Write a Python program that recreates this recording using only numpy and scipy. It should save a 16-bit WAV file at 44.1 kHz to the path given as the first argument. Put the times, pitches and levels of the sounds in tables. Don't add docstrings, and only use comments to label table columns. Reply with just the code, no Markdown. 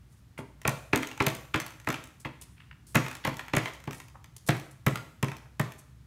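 import sys
import numpy as np
from scipy import signal
from scipy.fft import rfft, irfft
from scipy.io import wavfile

SR = 44100
rng = np.random.default_rng(int(sys.argv[2]) if len(sys.argv) > 2 else 0)


def wav_record(signal):
    frames = np.transpose(np.atleast_2d(signal))
    bounded = np.clip(frames, -1, 1)
    quanta = np.round(bounded * 32767).astype(np.int16)
    wavfile.write(sys.argv[1], SR, quanta)


N = 267362
RING_TIME_S = np.arange(SR // 5) / SR
FIRM_DB = -36.5

# (frequency [Hz], spectral density [dB])
HOUSE_SPECTRUM = [(20, -23), (45, -19), (62, 7.5), (80, -3.5), (125, 4.5), (180, -7), (300, -16),
                  (500, -27.5), (1200, -27), (8000, -38.5), (15000, -43)]
# (time [s], length [s], level [dB], swell [0 starts at once, 2 peaks midway])
BRUSH_STROKES = [(0.097, 0.17, -74.5, 0.53), (0.378, 0.04, -58.5, 0.25), (2.198, 0.034, -58.5, 0.56),
                 (2.412, 0.042, -52, 0.24), (2.867, 0.14, -62, 0.24), (3.919, 0.17, -59.5, 0.28),
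                 (4.365, 0.014, -49, .1), (4.463, 0.038, -44.5, 1.2), (4.71, 0.027, -61, .2),
                 (5.782, 0.04, -58.5, .3)]
# (frequency [Hz], gain [dB])
CLOTH_SPECTRUM = [(400, 0.5), (2000, -9.5), (4500, -0.5), (7000, 4.5), (10000, 6.5), (15500, -7)]
# (time [s], length [s], level [dB], band centre [Hz])
FINGER_DRAGS = [(0.375, 0.027, -46.5, 1520), (2.246, 0.027, -41, 1750), (2.558, 0.18, -63.5, 1820),
                (2.709, .03, -53, 1610), (3.239, .022, -38, 2330), (4.143, 0.022, -52, 890),
                (5.453, .025, -61.5, 880)]
# (time [s], force [dB], arm weight [dB], skin smack [dB], depth [dB], hollow resonance [Hz])
SLAPS = [(0.388, -45, -39, -57, 4.5, 950), (0.652, -31.5, -35.5, -50, -3, 595),
         (0.6802, -31, -24.5, -25.5, -7.5, 580), (0.932, -27, -28, -46, 3, 1680),
         (0.9621, -36.5, -56, -27, 6, 510), (1.2031, -28, -28.5, -49, 0.5, 910),
         (1.2693, -31.5, -25, -24, -2.5, 635), (1.5422, -28.5, -37, -64, -3, 1350),
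         (1.561, -43, -31, -38, 2.5, 1400), (1.873, -32.5, -43, -49, -2.5, 1304),
         (1.8893, -37, -31, -35.5, 4.5, 1460), (2.252, -41, -37.5, -58, 0, 930),
         (2.2606, -46.5, -72, -56.5, -4.5, 1390), (2.948, -36, -40, -37.5, -5.5, 1360),
         (2.958, -27, -19, -22, 0.5, 1250), (3.2516, -32.5, -37.5, -35.5, -5, 990),
         (3.275, -35, -28.5, -33.5, 0, 920), (3.5354, -31, -29, -46, 3, 740),
         (3.5691, -29.5, -23, -28, -3.5, 526), (3.875, -41, -31.5, -58, 2.5, 820),
         (4.491, -29, -18.5, -28, 1.5, 720), (4.8688, -31, -18, -24.5, 1.5, 1310),
         (5.2299, -34.5, -21.5, -32.5, 2.5, 940), (5.5991, -33, -22, -31, -2.5, 584)]
# (body [Hz], knock [Hz], clack [Hz])
BAND_EDGES_HZ = [184, 610, 1188]
# (frequency [Hz], level [dB], t60 [s])
TRAY_MODES = [(225, -2.5, 0.15), (257.5, 0, 0.19), (312.6, 4, 0.15), (396.5, -7, 0.22), (490, -9.5, 0.087),
              (590, -6.5, 0.062), (656, -11, 0.062), (896, 5, 0.04), (1025, -4.5, 0.1), (1112, -6, 0.15),
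              (1358, 0.5, 0.068), (1755, -10.5, 0.065), (2010, 7.5, 0.018), (2240, 9, 0.014),
              (2430, 15, 0.012)]
# (frequency [Hz], gain [dB])
DENSE_SPECTRUM = [(130, -3), (400, 6), (1000, -0.5), (2000, 4.5), (2600, -1.5), (3400, -5.5), (4600, -15),
                  (8000, -22.5), (15000, -35)]
# (frequency [Hz], level [dB], t60 [s])
FLEX_MODES = [(152.5, -4.5, 0.055), (118.1, -12.5, 0.25), (138.6, -7, 0.17)]
# (lead [s], decay time [s], level [dB])
SKIN_CONTACTS = [(0.0046, 0.0017, -8.5), (0.0023, 0.0012, -0.5)]
# (frequency [Hz], gain [dB])
SKIN_SPECTRUM = [(300, 9), (1200, 5.5), (3000, -2), (4700, -7), (6500, -0.5), (9500, -8), (12000, -4.5),
                 (15500, -11.5)]
# (time [s], landing gain [dB])
CEREAL_LOOSENESS = [(0.6, -27), (1.1, -7), (3.5, 3.5), (4.5, -18), (5.6, -8)]
# (frequency [Hz], gain [dB])
CLICK_SPECTRUM = [(1000, -3), (3000, 4.5), (4600, -1), (6200, 5.5), (9500, -1), (12000, -1.5), (15500, -5)]
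# (time [s], click [dB], tray ring [dB])
LOUD_TAPS = [(0.6164, -45.5, -52.5), (1.026, -40, -44), (1.0309, -38.5, -30.5), (1.0719, -35, -44),
             (1.1141, -47, -39.5), (1.1764, -43, -43), (1.224, -33.5, -46), (1.2885, -37, -47),
             (1.301, -39, -38.5), (1.35, -36, -62), (1.6004, -30.5, -34), (1.6082, -39, -53),
             (1.6639, -37, -41.5), (1.706, -48, -50), (1.8, -47.5, -52.5), (1.8467, -54, -56),
             (1.9024, -34, -30), (1.9263, -36, -36.5), (1.9428, -41, -32.5), (2.0394, -43, -63),
             (2.073, -50, -70), (2.4201, -46, -57), (3.045, -58, -41), (3.0638, -48, -33.5),
             (3.0827, -41, -40.5), (3.1133, -41.5, -38.5), (3.152, -37.5, -42.5), (3.369, -40.5, -51),
             (3.3936, -45, -33), (3.482, -47.5, -40), (3.551, -36, -35), (3.657, -46, -30),
             (3.6807, -49, -37.5), (3.7355, -47, -54), (3.8402, -48.5, -52), (3.9095, -41, -41.5),
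             (3.931, -43, -41.5), (4.0015, -42.5, -44.5), (4.083, -51, -57), (4.243, -49, -51),
             (4.3645, -53, -79), (4.548, -49, -42), (4.5673, -45, -60), (4.598, -44.5, -50.5),
             (4.9568, -36, -30.5), (5.2837, -44.5, -37), (5.317, -47.5, -38), (5.367, -45.5, -55.5),
             (5.7205, -45.5, -51.5)]
# (frequency [Hz], t60 [s])
ROOM_DECAY = [(100, 0.38), (250, 0.38), (600, 0.53), (1500, 0.53), (4000, 0.5), (12000, 0.67)]
# (frequency [Hz], gain [dB])
ROOM_SPECTRUM = [(60, -19.5), (150, -6.5), (300, -4.5), (1000, -8), (2500, -8), (4200, -4.5), (6500, -7.5),
                 (14000, -12)]


def amp(db):
    return 10 ** (np.asarray(db) / 20)


def lookup(points, hz):
    table_hz, value = np.transpose(points)
    return np.interp(np.log(hz + 1), np.log(table_hz), value)


def unit_rms(x, span_s):
    return x / np.sqrt(np.mean(x[:int(span_s * SR)] ** 2) + 1e-20)


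def add(mix, at_s, sound):
    part = mix[max(round(at_s * SR), 0):][:len(sound)]
    part += sound[:len(part)]


def colour(x, spectrum, size=4096):
    log_gain = np.log(amp(lookup(spectrum, abs(np.fft.fftfreq(size, 1 / SR)))))
    impulse = np.fft.ifft(np.exp(np.conj(signal.hilbert(log_gain)))).real
    return signal.oaconvolve(x, impulse[:size // 2])[:len(x)]


def band(x, hz, kind):
    return signal.sosfilt(signal.butter(3, hz, kind, fs=SR, output="sos"), x)


def house(rms_db=-54.5):
    spectrum = rfft(rng.standard_normal(N)) * amp(lookup(HOUSE_SPECTRUM, np.fft.rfftfreq(N, 1 / SR)))
    return amp(rms_db) * unit_rms(irfft(spectrum, N), N / SR)


def friction(length_s, catch_db=4, catches_per_s=250, swell=0.84):
    progress = np.linspace(0, 1, int(length_s * SR))
    hiss, catches = rng.standard_normal((2, len(progress)))
    grip_db = catch_db * np.interp(progress * length_s * catches_per_s, np.arange(len(progress)), catches)
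    return hiss * amp(grip_db) * progress ** swell * (1 - progress) ** 2


def brushes():
    out = np.zeros(N)
    for at_s, length_s, db, swell in BRUSH_STROKES:
        stroke = colour(friction(length_s, swell=swell), CLOTH_SPECTRUM)
        add(out, at_s, amp(db) * unit_rms(stroke, length_s))
    return out


def rubs(log_half_width=0.53):
    out = np.zeros(N)
    for at_s, length_s, db, hz in FINGER_DRAGS:
        edges_hz = hz * np.exp([-log_half_width, log_half_width])
        slips = band(friction(length_s, catch_db=8.5), edges_hz, "band")
        add(out, at_s, amp(db) * unit_rms(slips, length_s))
    return out


def tray_ring(t=RING_TIME_S, spot_db=4, detune=0.017, fast_t60_s=0.022, slow_t60_s=0.21):
    spot, shift = rng.standard_normal((2, len(TRAY_MODES)))
    modes = np.zeros(len(t))
    for k, (hz, db, t60_s) in enumerate(TRAY_MODES):
        envelope = amp(db + spot_db * spot[k] - 60 * t / t60_s)
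        modes += (-1) ** k * envelope * np.sin(2 * np.pi * hz * (1 + detune * shift[k]) * t)
    dense_envelope = amp(12 - 60 * t / fast_t60_s) + amp(-2 - 60 * t / slow_t60_s)
    dense_modes = colour(rng.standard_normal(len(t)) * dense_envelope, DENSE_SPECTRUM)
    return modes + 2.57 * dense_modes


def hollow(x, hz, q=6, resonance_db=6):
    return x + amp(resonance_db) * signal.lfilter(*signal.iirpeak(hz, q, fs=SR), x)


def flex(rise_s=0.0035, detune=0.036, lowest_hz=85):
    t = RING_TIME_S
    tuning = 1 + detune * rng.standard_normal()
    swing = sum(amp(db - 60 * t / t60_s) * np.sin(2 * np.pi * hz * tuning * t)
                for hz, db, t60_s in FLEX_MODES)
    push = 1 - np.exp(-t / rise_s)
    return unit_rms(band(-swing * push, lowest_hz, "high"), span_s=0.017)


def blows(gain_db=-1, flex_db=-1, flex_lag_s=0.0002, finger_lead_s=0.0034, finger_db=-21,
          firm_rise_s=0.00028, knock_db=0.9, firm_clack_db=-2, clack_db_per_db=0.5155):
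    out = np.zeros(N)
    body_hz, knock_hz, clack_hz = BAND_EDGES_HZ
    for at_s, force_db, weight_db, _, depth_db, hollow_hz in SLAPS:
        add(out, at_s + flex_lag_s, amp(weight_db + flex_db) * flex())
        rise_s = firm_rise_s * amp(FIRM_DB - force_db)
        press = 1 - np.exp(-RING_TIME_S / rise_s)
        clack_db = firm_clack_db + clack_db_per_db * (force_db - FIRM_DB)
        for lead_s, contact_db in ((finger_lead_s, finger_db), (0, 0)):
            ring = tray_ring() * press
            body = band(ring, [body_hz, knock_hz], "band")
            knock = hollow(band(ring, [knock_hz, clack_hz], "band"), hollow_hz)
            clack = band(ring, clack_hz, "high")
            parts = (depth_db, body), (knock_db, knock), (clack_db, clack)
            strike = sum(amp(db) * unit_rms(part, span_s=0.02) for db, part in parts)
            add(out, at_s - lead_s, amp(force_db + contact_db) * strike)
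    return amp(gain_db) * out


def smacks(gain_db=5.5, grain=0.52, brisk_db=-27, slowing_db_per_db=0.6):
    out = np.zeros(N)
    t = RING_TIME_S[:SR // 20]
    for at_s, _, _, smack_db, *_ in SLAPS:
        slowness = min(amp(slowing_db_per_db * (brisk_db - smack_db)), 3)
        for lead_s, decay_s, db in SKIN_CONTACTS:
            hiss, log_size = rng.standard_normal((2, len(t)))
            burst = hiss * np.exp(grain * log_size - t / (slowness * decay_s))
            smack = unit_rms(colour(burst, SKIN_SPECTRUM), span_s=0.002)
            add(out, at_s - lead_s / max(slowness, 1), amp(smack_db + db) * smack)
    return amp(gain_db) * out


def shoves(gain_db=1, hz=85, t60_s=0.079, lowest_hz=55):
    out = np.zeros(N)
    t = RING_TIME_S
    bump = band(np.sin(2 * np.pi * hz * t) * amp(-60 * t / t60_s), lowest_hz, "high")
    for at_s, force_db, _, smack_db, *_ in SLAPS:
        flatness = min(amp(smack_db - force_db), 1)
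        add(out, at_s, amp(force_db + gain_db) * (1 - flatness) * bump)
    return out


def tap(click_db, ring_db, click_s=0.0023, damping_s=0.16, lowest_hz=700):
    t = RING_TIME_S[:SR // 20]
    click = colour(rng.standard_normal(len(t)) * np.exp(-t / click_s), CLICK_SPECTRUM)
    ring = band(tray_ring(t), lowest_hz, "high") * np.exp(-t / damping_s)
    return amp(click_db) * unit_rms(click, span_s=0.0015) + amp(ring_db) * unit_rms(ring, span_s=0.0064)


def cereal(count=5, gain_db=-18, spread_db=0.5, min_flight_s=0.034, settle_s=0.2, settle_db=10,
           mean_hop_s=0.047, bounce_db=-6):
    out = np.zeros(N)
    for at_s, force_db, *_ in SLAPS:
        thrown_db = force_db + gain_db + np.interp(at_s, *np.transpose(CEREAL_LOOSENESS))
        flights = (np.arange(count) + rng.random(count)) / count
        for lateness, hop, size in zip(flights, rng.random(count), rng.standard_normal(count)):
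            landing_s = at_s + min_flight_s + settle_s * lateness
            landing_db = thrown_db + spread_db * min(size, 1) - settle_db * lateness
            bounce_s = landing_s + mean_hop_s * (0.5 + hop)
            for contact_s, db in ((landing_s, landing_db), (bounce_s, landing_db + bounce_db)):
                add(out, contact_s, tap(db, db, click_s=0.0003))
    return out


def ticks(ring_gain_db=-1):
    out = np.zeros(N)
    for at_s, click_db, ring_db in LOUD_TAPS:
        add(out, at_s, tap(click_db, ring_db + ring_gain_db))
    return out


def with_echoes(x, ceiling_s=0.016, ceiling_db=-10, table_s=0.0048, table_db=-17):
    out = x.copy()
    add(out, ceiling_s, amp(ceiling_db) * band(x, 640, "high"))
    add(out, table_s, amp(table_db) * x)
    return out


def room(x, build_s=0.0065):
    size = SR * 3 // 4
    hz, t, noise = signal.stft(rng.standard_normal(size), SR, nperseg=256)
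    t60_s = lookup(ROOM_DECAY, hz)[:, None]
    unit_energy = np.sqrt(2 * np.log(1000) / (t60_s * SR))
    gain = amp(lookup(ROOM_SPECTRUM, hz)[:, None] - 60 * t / t60_s) * unit_energy
    tail = signal.istft(noise * gain, SR, nperseg=256)[1][:size]
    build = 1 - np.exp(-(np.arange(size) / SR / build_s) ** 2)
    return signal.oaconvolve(x, tail * build)[:N]


def scene(directions=3, small_send_db=1.5):
    small_sounds = ticks() + cereal() + brushes() + rubs()
    slap_waves = [blows() + smacks() for _ in range(directions)]
    diffuse = sum(room(wave + amp(small_send_db) * small_sounds) for wave in slap_waves)
    near = with_echoes(slap_waves[0] + small_sounds) + shoves()
    return (near + diffuse / np.sqrt(directions) + house())[None]


def record(dry, cutoff_hz=15750):
    lowpass = signal.firwin(255, cutoff_hz, window=("kaiser", 8), fs=SR)
    return signal.oaconvolve(dry, lowpass[None], "same")


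dry = scene()
out = record(dry)
wav_record(out)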